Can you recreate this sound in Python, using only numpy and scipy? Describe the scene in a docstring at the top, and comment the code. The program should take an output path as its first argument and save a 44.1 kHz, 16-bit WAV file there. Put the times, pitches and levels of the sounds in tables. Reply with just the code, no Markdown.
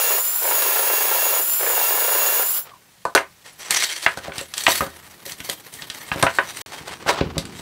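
"""Workshop, one microphone, the same signal in both channels; a faint air noise lies under everything.
A cordless drill bores a wide bit through a board in three presses, lifted between them. Its gears whine
in tones locked to the motor and hiss; filtered grains make the bit rasp once a turn. As it stops, a faint
gliding tone falls. Then the drill is laid down, boards are dragged and bumped on the bench (noise bursts
ringing wood) and shavings are brushed away (grains and noise). The sound drops out twice after the drill."""
import sys
import numpy as np
from scipy import signal
from scipy.fft import rfft, irfft, next_fast_len
from scipy.io import wavfile

SR = 44100
rng = np.random.default_rng(int(sys.argv[2]) if len(sys.argv) > 2 else 0)


def wav_out(sig):
    """Save sig, one row per channel (or a flat mono array), as 16-bit PCM at SR to the path in sys.argv[1]."""
    wavfile.write(sys.argv[1], SR, np.round(np.clip(np.atleast_2d(sig).T, -1, 1) * 32767).astype(np.int16))


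N = 335601

# Spectra set colour only, each scaled to unit power: pitch_hz, level_db (per Hz, relative)
AIR_SPECTRUM = [(25, -19), (70, -13.5), (170, -6.5), (260, -18), (1900, -18.5), (16000, -25)]  # quiet shop
RUMBLE_SPECTRUM = [(25, -19), (60, 1), (120, 8.5), (450, 5), (700, -66)]  # bench under the rubbing
RUB_SPECTRUM = [(300, 4), (500, 5), (1000, 8), (1900, 1), (3000, -1), (5000, -7.5), (9000, -25)]  # wood on wood
BRUSH_SPECTRUM = [(1100, -13), (1800, 8), (2800, 4), (4500, 3.5), (9000, 1), (12000, -0.5), (16000, -2)]  # the finer hiss of the rubbing
GEAR_HISS_SPECTRUM = [(213, -25), (550, -13), (1450, -9), (1620, -13.5), (6000, -14), (8300, -14),
                      (10300, -5.5), (11600, -2.5), (12800, -4.5), (14300, 1), (16000, 2.5)]  # free-running gears
CUT_SPECTRUM = [(230, -47), (340, -5), (480, 3.5), (1000, -2), (2700, -6.5), (9000, -7), (13500, -25),
                (15200, 9.5), (16000, -16)]  # bit in wood, before the board's resonances

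AIR_DB = -54.5
# room echo: decay time, level against the direct sound, corner between dull and treble
SHOP_T60_S, SHOP_DB, WALL_CUT_HZ = 0.082, -9.5, 2600

# steady shuffling between the strokes: start_s, rumble_db, rub_db, hiss_db (before the slow fidgeting)
SHUFFLE = [(2.66, -63, -47.5, -67), (3.0, -76, -72, -60), (3.52, -71, -58.5, -53), (4.0, -82, -45.5, -33),
           (4.2, -54, -44.5, -46.5), (4.5, -59, -58, -52), (4.9, -54.5, -49.5, -51), (5.65, -56, -51, -50),
           (6.05, -53, -44.5, -43), (6.45, -49, -44.5, -38), (7.0, -48.5, -41, -47), (7.3, -36.5, -45, -78),
           (7.6, -44, -46, -38)]
# strokes of boards, hands and shavings over wood: start_s, rise_s, hold_s, rub_db, hiss_db
STROKES = [(3.439, 0.014, 0.0071, -45, -41), (3.573, 0.022, 0.027, -43, -35),
           (3.623, 0.082, 0.023, -32.5, -31), (3.703, 0.0058, 0.13, -36.5, -19.5),
           (4.236, 0.019, 0.01, -42, -62), (4.321, 0.028, 0.051, -39.5, -40.5),
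           (4.552, 0.021, 0.15, -42.5, -32), (4.662, 0.03, 0.092, -35, -22.5),
           (5.25, 0.0045, 0.012, -46, -32.5), (5.427, 0.027, 0.044, -46.5, -35),
           (5.72, 0.0081, 0.07, -51, -42), (5.936, 0.011, 0.01, -42.5, -36),
           (6.114, 0.012, 0.074, -32.5, -45), (6.552, 0.019, 0.011, -44, -32),
           (7.048, 0.046, 0.0081, -20.5, -27.5), (7.112, 0.022, 0.085, -35.5, -67)]
STROKE_FADE_DB_PER_S = 296
STROKE_RUMBLE_DB = -18  # bench rumble against the rub
# resonances of the rubbed and cracked faces: pitch_hz
FACES = [1870, 2150, 3210, 3820, 4400, 5930, 7850, 8930, 10700, 12400]
# gain of the rubbing's treble: start_s, level_db
TREBLE = [(3.95, -8), (4.5, 2), (5.5, 5), (6.2, -1), (7.0, -6)]

# bumps and knocks: start_s, blow_db, pitch_hz, thud_db, crack_db (relative levels)
KNOCKS = [(0.622, -14, 1000, -65, -10.5), (3.052, -5, 860, -38, -23.5), (3.15, 4.5, 810, -40, -1.5),
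          (3.16, -6, 1580, -50, -36), (3.176, -1.5, 1500, -38, -33), (3.707, -13.5, 2470, -40, -3.5),
          (3.746, -15, 2070, -61, -8), (3.823, -11, 2270, -59, -12.5), (3.903, -26, 2000, -64, -27),
          (3.916, -25, 1900, -62, -21), (4.027, -26, 2000, -59, -20), (4.063, 1.5, 1630, -33, -44),
          (4.173, -17, 1060, -32, -23), (4.281, -17.5, 450, -33, -54), (4.294, -24, 1210, -39, -54),
          (4.32, -22.5, 2010, -55, -52), (4.381, -22, 2480, -32, -13.5), (4.39, -20, 2300, -51, -24),
          (4.411, -24.5, 493, -45, -21), (4.538, -23, 2440, -59, -16), (4.579, -21, 2260, -51, -10),
          (4.606, -41, 2820, -57, -20), (4.637, -44, 2300, -52, -14.5), (4.666, 2.5, 2150, -49, -36),
          (4.68, -2.5, 835, -27, -36), (4.807, -5.5, 1340, -27, -40), (4.82, -8.5, 442, -22.5, -49),
          (4.865, -19, 1150, -36, -30), (5.263, -24, 423, -45, -24), (5.32, -35, 2670, -40, -20.5),
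          (5.403, -22.5, 2250, -36.5, -25.5), (5.491, -17, 710, -44, -21), (5.497, -22, 424, -38, -8.5),
          (5.738, -46, 2140, -46, -22), (5.821, -22.5, 3040, -43, -50), (5.9, -19.5, 2800, -43, -21),
          (6.116, -9, 1710, -25.5, -45), (6.159, -14, 427, -25, -27), (6.226, -3, 1570, -20, -4.5),
          (6.233, 0.5, 870, -15.5, -30), (6.266, -1.5, 1610, -47, -43), (6.386, 1, 1380, -56, -47),
          (6.81, -32, 470, -35.5, -46), (6.909, -34, 2330, -39, -54), (7.062, -12, 770, -31, -43),
          (7.079, -5.5, 935, -49, -40), (7.092, -4, 855, -41, -25), (7.208, -16, 2360, -33.5, -41),
          (7.211, -7, 440, -12.5, -45), (7.261, -15, 298, -25, -60), (7.367, -15, 585, -20, -61),
          (7.38, -15.5, 3200, -18, -12), (7.453, -31, 2800, -34, -25.5), (7.594, -26, 1020, -37, -44)]
# ring of the boards: pitch_hz, level_db (relative, varied at each blow)
BOARD_MODES = [(420, -4), (570, 2), (690, 0), (815, -2), (1060, -3), (1265, -3), (1570, -4), (1700, -4),
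               (1860, -2), (2150, -4), (2780, -8)]
BOARD_T60_S = .05
# ring of the bench: pitch_hz, level_db (relative, varied at each blow), t60_s
BENCH_MODES = [(80.3, -19.5, 0.87), (115.6, -6, 0.12), (162.7, 1.5, 0.11), (188, 1, 0.14), (264, 6, 0.082)]

# faint chirp falling as the chuck stops: start_s, pitch_hz, level_db (before wavering)
CHIRP = [(2.68, 1350, -62), (2.737, 1070, -41), (2.752, 900, -62)]

# motor speed, sagging under load: start_s, gear_mesh_hz (before a slight waver)
MESH = [(0, 6866), (0.13, 6810), (0.21, 7080), (0.3, 7226), (0.45, 7225), (0.59, 6780), (0.86, 6700),
        (0.98, 6790), (1.05, 6690), (1.36, 6860), (1.47, 7180), (1.62, 7229), (1.75, 6950), (1.83, 6790),
        (1.92, 6930), (2.12, 6910), (2.24, 6777), (2.38, 6940), (2.5, 7217)]
TEETH, GEARING = 20, 12  # gear meshes per motor turn, motor turns per chuck turn
FREE_HZ, LOADED_HZ = 7300, 6800  # gear mesh with no load and with full load
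# tones on the motor's turn: multiple of the motor speed, level_db (relative, wavering)
FREE_TONES = [(4, -21), (14, -24), (20, -8), (22, -22), (28, -16), (30, -9), (32, -16), (34, -15), (40, -6),
              (42, -18)]
# tones that grow with the load: multiple of the motor speed, level_db (relative, wavering)
LOAD_TONES = [(8.06, -13.5), (10, -22), (45, -6)]
GEARS_DB = -22
RUN_HOLD_S, COAST_DB_PER_S = 2.576, 450  # trigger held, then fade as the brake acts
# the bit pressed into the wood: start_s, hold_s, cutting_db
PRESSES = [(-.1, 0.26, -26), (0.402, 0.97, -26.5), (1.589, 0.814, -26.5)]
BITE_S, LIFT_DB_PER_S = 0.025, 450  # rise as the bit bites, fade as it is lifted
FIRST_BITE, FIRST_BITE_FADE_DB_PER_S = .8, 230  # extra gain as the bit first catches
IDLE_DB = -52.5  # the lifted bit still grazes the hole
# the board sings under the bit: pitch_hz, width_hz, level_db (gain)
BORED_MODES = [(570, 630, -7), (980, 150, 0), (1380, 20, -5), (1706, 63, 8.5), (2243, 110, -0.5)]

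# silent stretches: start_s, end_s
DROPOUTS = [(3.143, 3.148), (6.619, 6.661)]
CUTOFF_HZ = 15700


def amp(db):
    """Gain of a level in dB."""
    return 10 ** (np.asarray(db) / 20)


def rms_one(x):
    """Scale to unit power."""
    return x / np.sqrt(np.mean(x ** 2) + 1e-20)


def in_time(rows):
    """Draw each column of a table as a curve over all samples."""
    s, *columns = np.transpose(rows)
    return [np.interp(np.arange(N) / SR, s, c) for c in columns]


def shape(start_s, rise_s, hold_s, fade_db_per_s):
    """Gain that rises, holds, then fades at a steady rate for up to a second."""
    t = np.arange(N) / SR - start_s
    rise = np.clip(t / rise_s, 0, 1) ** 2
    return rise * amp(-fade_db_per_s * np.clip(t - rise_s - hold_s, 0, 1))


def drift(rate):
    """Slow random curve of spread 1, changing about rate times a second."""
    knots_per_s = 400
    knots = rng.standard_normal(int(N / SR * knots_per_s) + 2)
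    r = np.exp(-2 * np.pi * rate / knots_per_s)
    slow = signal.lfilter([1], [1, -2 * r, r * r], knots)
    return np.interp(np.arange(N) * knots_per_s / SR, np.arange(len(slow)), rms_one(slow))


def coloured(x, spectrum):
    """Shape x to a spectrum of pitch_hz, level_db, dark outside it; unit power."""
    size = next_fast_len(N)
    hz, level_db = np.transpose(spectrum)
    log_hz = np.log(np.arange(size // 2 + 1) * SR / size + 1)
    gain = amp(np.interp(log_hz, np.log(hz), level_db, left=-80, right=-80))
    return rms_one(irfft(rfft(x, size) * gain, size)[:N])


def grains(per_s, spread_db):
    """Random clicks of uneven size and either sign; unit power."""
    sizes = amp(spread_db * np.minimum(rng.exponential(1, N), 4)) * rng.choice([-1, 1], N)
    return rms_one(sizes * (rng.random(N) < per_s / SR))


def ring(clicks, hz, t60):
    """A unit click sets a decaying sine of starting height 1 ringing."""
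    r, w = amp(-60 / (t60 * SR)), 2 * np.pi * hz / SR
    return signal.lfilter([0, np.sin(w)], [1, -2 * r * np.cos(w), r * r], clicks + 1e-18)


def struck(modes, contact):
    """A contact force rings a set of modes, each with a fresh strength."""
    return sum(amp(db + 2.5 * rng.standard_normal()) * ring(contact, hz, t60)
               for hz, db, t60 in modes)


def resonance(x, hz, width_hz):
    """Band-pass with a peak gain of 1."""
    r = np.exp(-np.pi * width_hz / SR)
    poles = [1, -2 * r * np.cos(2 * np.pi * hz / SR), r * r]
    return signal.lfilter(np.array([1, 0, -1]) * (1 - r * r) / 2, poles, x)


def filtered(x, order, hz, kind="low"):
    """Butterworth filter."""
    return signal.sosfilt(signal.butter(order, hz, kind, fs=SR, output="sos"), x)


def shop_air():
    """The quiet shop: steady coloured noise."""
    return amp(AIR_DB) * coloured(rng.standard_normal(N), AIR_SPECTRUM)


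def shop_echo(x):
    """Echoes of the shop: convolution with noise that dies away, the treble sooner."""
    t = np.arange(int(.6 * SR)) / SR
    noise = rng.standard_normal(len(t)) * np.clip(t / 0.047, 0, 1)
    dull = filtered(noise, 1, WALL_CUT_HZ)
    tail = dull * amp(-60 * t / SHOP_T60_S)
    tail += (noise - dull) * amp(-60 * t / (0.88 * SHOP_T60_S))
    return signal.fftconvolve(x, tail / np.sqrt(np.sum(tail ** 2)))[:N]


def handling():
    """Wood rubbing on wood: dense slips in two colours with grit and squeaks, and the bench rumbling."""
    # the shuffling fades in, then comes and goes
    on = np.clip((np.arange(N) / SR - SHUFFLE[0][0]) / 0.032 + 1, 0, 1)
    rumble_gain, rub_gain, hiss_gain = (on * amp(db) for db in in_time(SHUFFLE))
    fidget = amp(2.0 * drift(12))
    rub_gain, hiss_gain = rub_gain * fidget, hiss_gain * fidget

    strokes = np.array([shape(s, rise, hold, STROKE_FADE_DB_PER_S) for s, rise, hold, *_ in STROKES])
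    rubbing, hissing = amp(np.transpose(STROKES)[3:]) @ strokes

    slips = amp(2.2 * drift(25))
    grit = amp(-3) * grains(450 * slips ** 2, spread_db=2.0)
    rub = coloured((rng.standard_normal(N) + grit) * slips, RUB_SPECTRUM)
    brush = coloured((grains(9000, spread_db=-2.0) + grit) * slips, BRUSH_SPECTRUM)
    # narrow resonances of the rubbed faces come and go
    squeak = sum(amp(7.0 * drift(11)) * resonance(brush, hz, hz / 20) for hz in FACES)
    brush = rms_one(brush + amp(-3) * rms_one(squeak))
    # zero-phase split, so that only the treble changes level
    below = signal.sosfiltfilt(signal.butter(4, 9800, fs=SR, output="sos"), brush)
    treble_db, = in_time(TREBLE)
    brush = below + amp(treble_db) * (brush - below)

    rumble = coloured(rng.standard_normal(N), RUMBLE_SPECTRUM)
    rumble_gain = rumble_gain + amp(STROKE_RUMBLE_DB) * rubbing
    return rumble_gain * rumble + (rub_gain + rubbing) * rub + (hiss_gain + hissing) * brush


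def knocks():
    """Each blow: a rattling contact, heard dull around its own pitch, in the boards and bench, and as a crack."""
    out, t = np.zeros(N), np.arange(int(.45 * SR)) / SR
    push = np.exp(-t / 0.00087) / (0.002 * SR)  # the soft shove that the bench feels
    board = [(hz, db, BOARD_T60_S) for hz, db in BOARD_MODES]
    contact_decay = amp(-60 * t / 0.024) + 0.18 * amp(-60 * t / 0.19)
    crack_decay = amp(-60 * t / 0.011) + 0.11 * amp(-60 * t / 0.15)
    crack_swell = np.clip(t / 0.0012, 0, 1)
    for s, blow_db, pitch_hz, thud_db, crack_db in KNOCKS:
        noise = rng.standard_normal((2, len(t)))
        contact = noise[0] * contact_decay
        # a soft contact cuts steeply above its pitch, gently below
        dull = filtered(resonance(contact, pitch_hz, 1.26 * pitch_hz), 3, 1.46 * pitch_hz)
        dull = filtered(dull, 2, 0.28 * pitch_hz, "high")
        # the filtered contact favours board modes near the blow's pitch
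        blow = amp(blow_db + 7) * dull + amp(blow_db - 35) * struck(board, dull)
        blow += amp(thud_db + 3.0) * struck(BENCH_MODES, push)
        # the crack is coloured by the face resonances, at random strengths for each blow
        crack = filtered(noise[1], 2, [2800, 10000], "band")
        faces = sum(amp(6 * rng.standard_normal()) * resonance(crack, hz, 600) for hz in FACES)
        blow += amp(crack_db) * rms_one(crack + faces) * crack_swell * crack_decay
        at = round(s * SR)
        out[at:at + len(t)] += blow[:N - at]
    # a high-pass keeps the deepest bass out of the knocks
    return filtered(out, 3, 62, "high")


def chirp():
    """A short falling tone, wavering in pitch and level."""
    hz, level_db = in_time(CHIRP)
    t = np.arange(N) / SR
    sounding = (t > CHIRP[0][0]) & (t < CHIRP[-1][0])
    level = amp(level_db + 6 * drift(120))
    phase = 2 * np.pi * np.cumsum(hz * (1 + 0.031 * drift(57))) / SR
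    return level * np.sin(phase) * sounding


def gear_tones(turns, table):
    """Sines on multiples of the motor's turn, each wavering slowly and quickly in level."""
    return sum(amp(db + 1.95 * drift(23) + 2.33 * drift(160))
               * np.sin(2 * np.pi * (k * turns + rng.random())) for k, db in table)


def bit_in_wood(turns, load):
    """Grains as torn fibres: the bite swells once a chuck turn and sets the board's resonances singing."""
    # across the grain the bit bites harder: a swell each turn, its overtones, and chance
    chuck = 2 * np.pi * turns / GEARING
    bite_db = 4.5 * np.sin(chuck) + 2.2 * np.sin(2 * chuck + 1) + 2.5 * np.sin(3 * chuck + 1)
    bite = amp(bite_db + 1.8 * drift(22))
    fibres = coloured(grains(4000, spread_db=1.0), CUT_SPECTRUM)
    # the bite shakes the board; the fine rasp above grows with the load
    deep = filtered(fibres, 2, 3000)
    torn = rms_one(deep * bite) * np.std(deep) + (fibres - deep) * load ** 0.46
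    singing = sum(amp(db) * resonance(torn, hz, width) for hz, width, db in BORED_MODES)
    return rms_one(torn + singing)


def drill():
    """Motor turns drive the gear tones, the throbbing gear hiss and the bit; speed sag sets the load."""
    mesh_hz, = in_time(MESH)
    turns = np.cumsum(mesh_hz * (1 + .003 * drift(20)) / TEETH) / SR
    load = np.clip((FREE_HZ - mesh_hz) / (FREE_HZ - LOADED_HZ), .1, 1)

    # the rise starts ahead of time zero, so the drill is already running
    running = shape(-0.986, 1, RUN_HOLD_S, COAST_DB_PER_S)
    cutting = amp(IDLE_DB) * running
    for s, hold, db in PRESSES:
        press = shape(s, BITE_S, hold, LIFT_DB_PER_S)
        catch = FIRST_BITE * shape(s, BITE_S, 0, FIRST_BITE_FADE_DB_PER_S)
        cutting = cutting + amp(db) * (press + catch)

    free = gear_tones(turns, FREE_TONES)
    loaded = gear_tones(turns, LOAD_TONES)
    # the hiss throbs with each motor turn
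    throb = amp(2.0 * np.sin(2 * np.pi * turns) + 1.2 * drift(31))
    hiss = coloured(rng.standard_normal(N) * throb, GEAR_HISS_SPECTRUM)
    gears = amp(GEARS_DB) * running * (free + load * loaded + hiss)
    return gears + cutting * bit_in_wood(turns, load)


def scene():
    """One microphone: drill, chirp and knocks with the shop's echo; handling and air without it."""
    near = drill() + chirp() + knocks()
    mono = near + amp(SHOP_DB) * shop_echo(near) + handling() + shop_air()
    return np.array([mono, mono])


def record(dry):
    """Short silences, then clipped peaks, then a steep cut of the top."""
    t = np.arange(N) / SR
    gate = np.prod([np.clip(np.maximum(a - t, t - b) / 0.00045, 0, 1) for a, b in DROPOUTS], axis=0)
    clipped = np.clip(dry * gate, -.97, .97)
    top_cut = signal.ellip(12, .5, 65, CUTOFF_HZ, fs=SR, output="sos")
    return signal.sosfilt(top_cut, clipped)


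dry = scene()
out = record(dry)
wav_out(out)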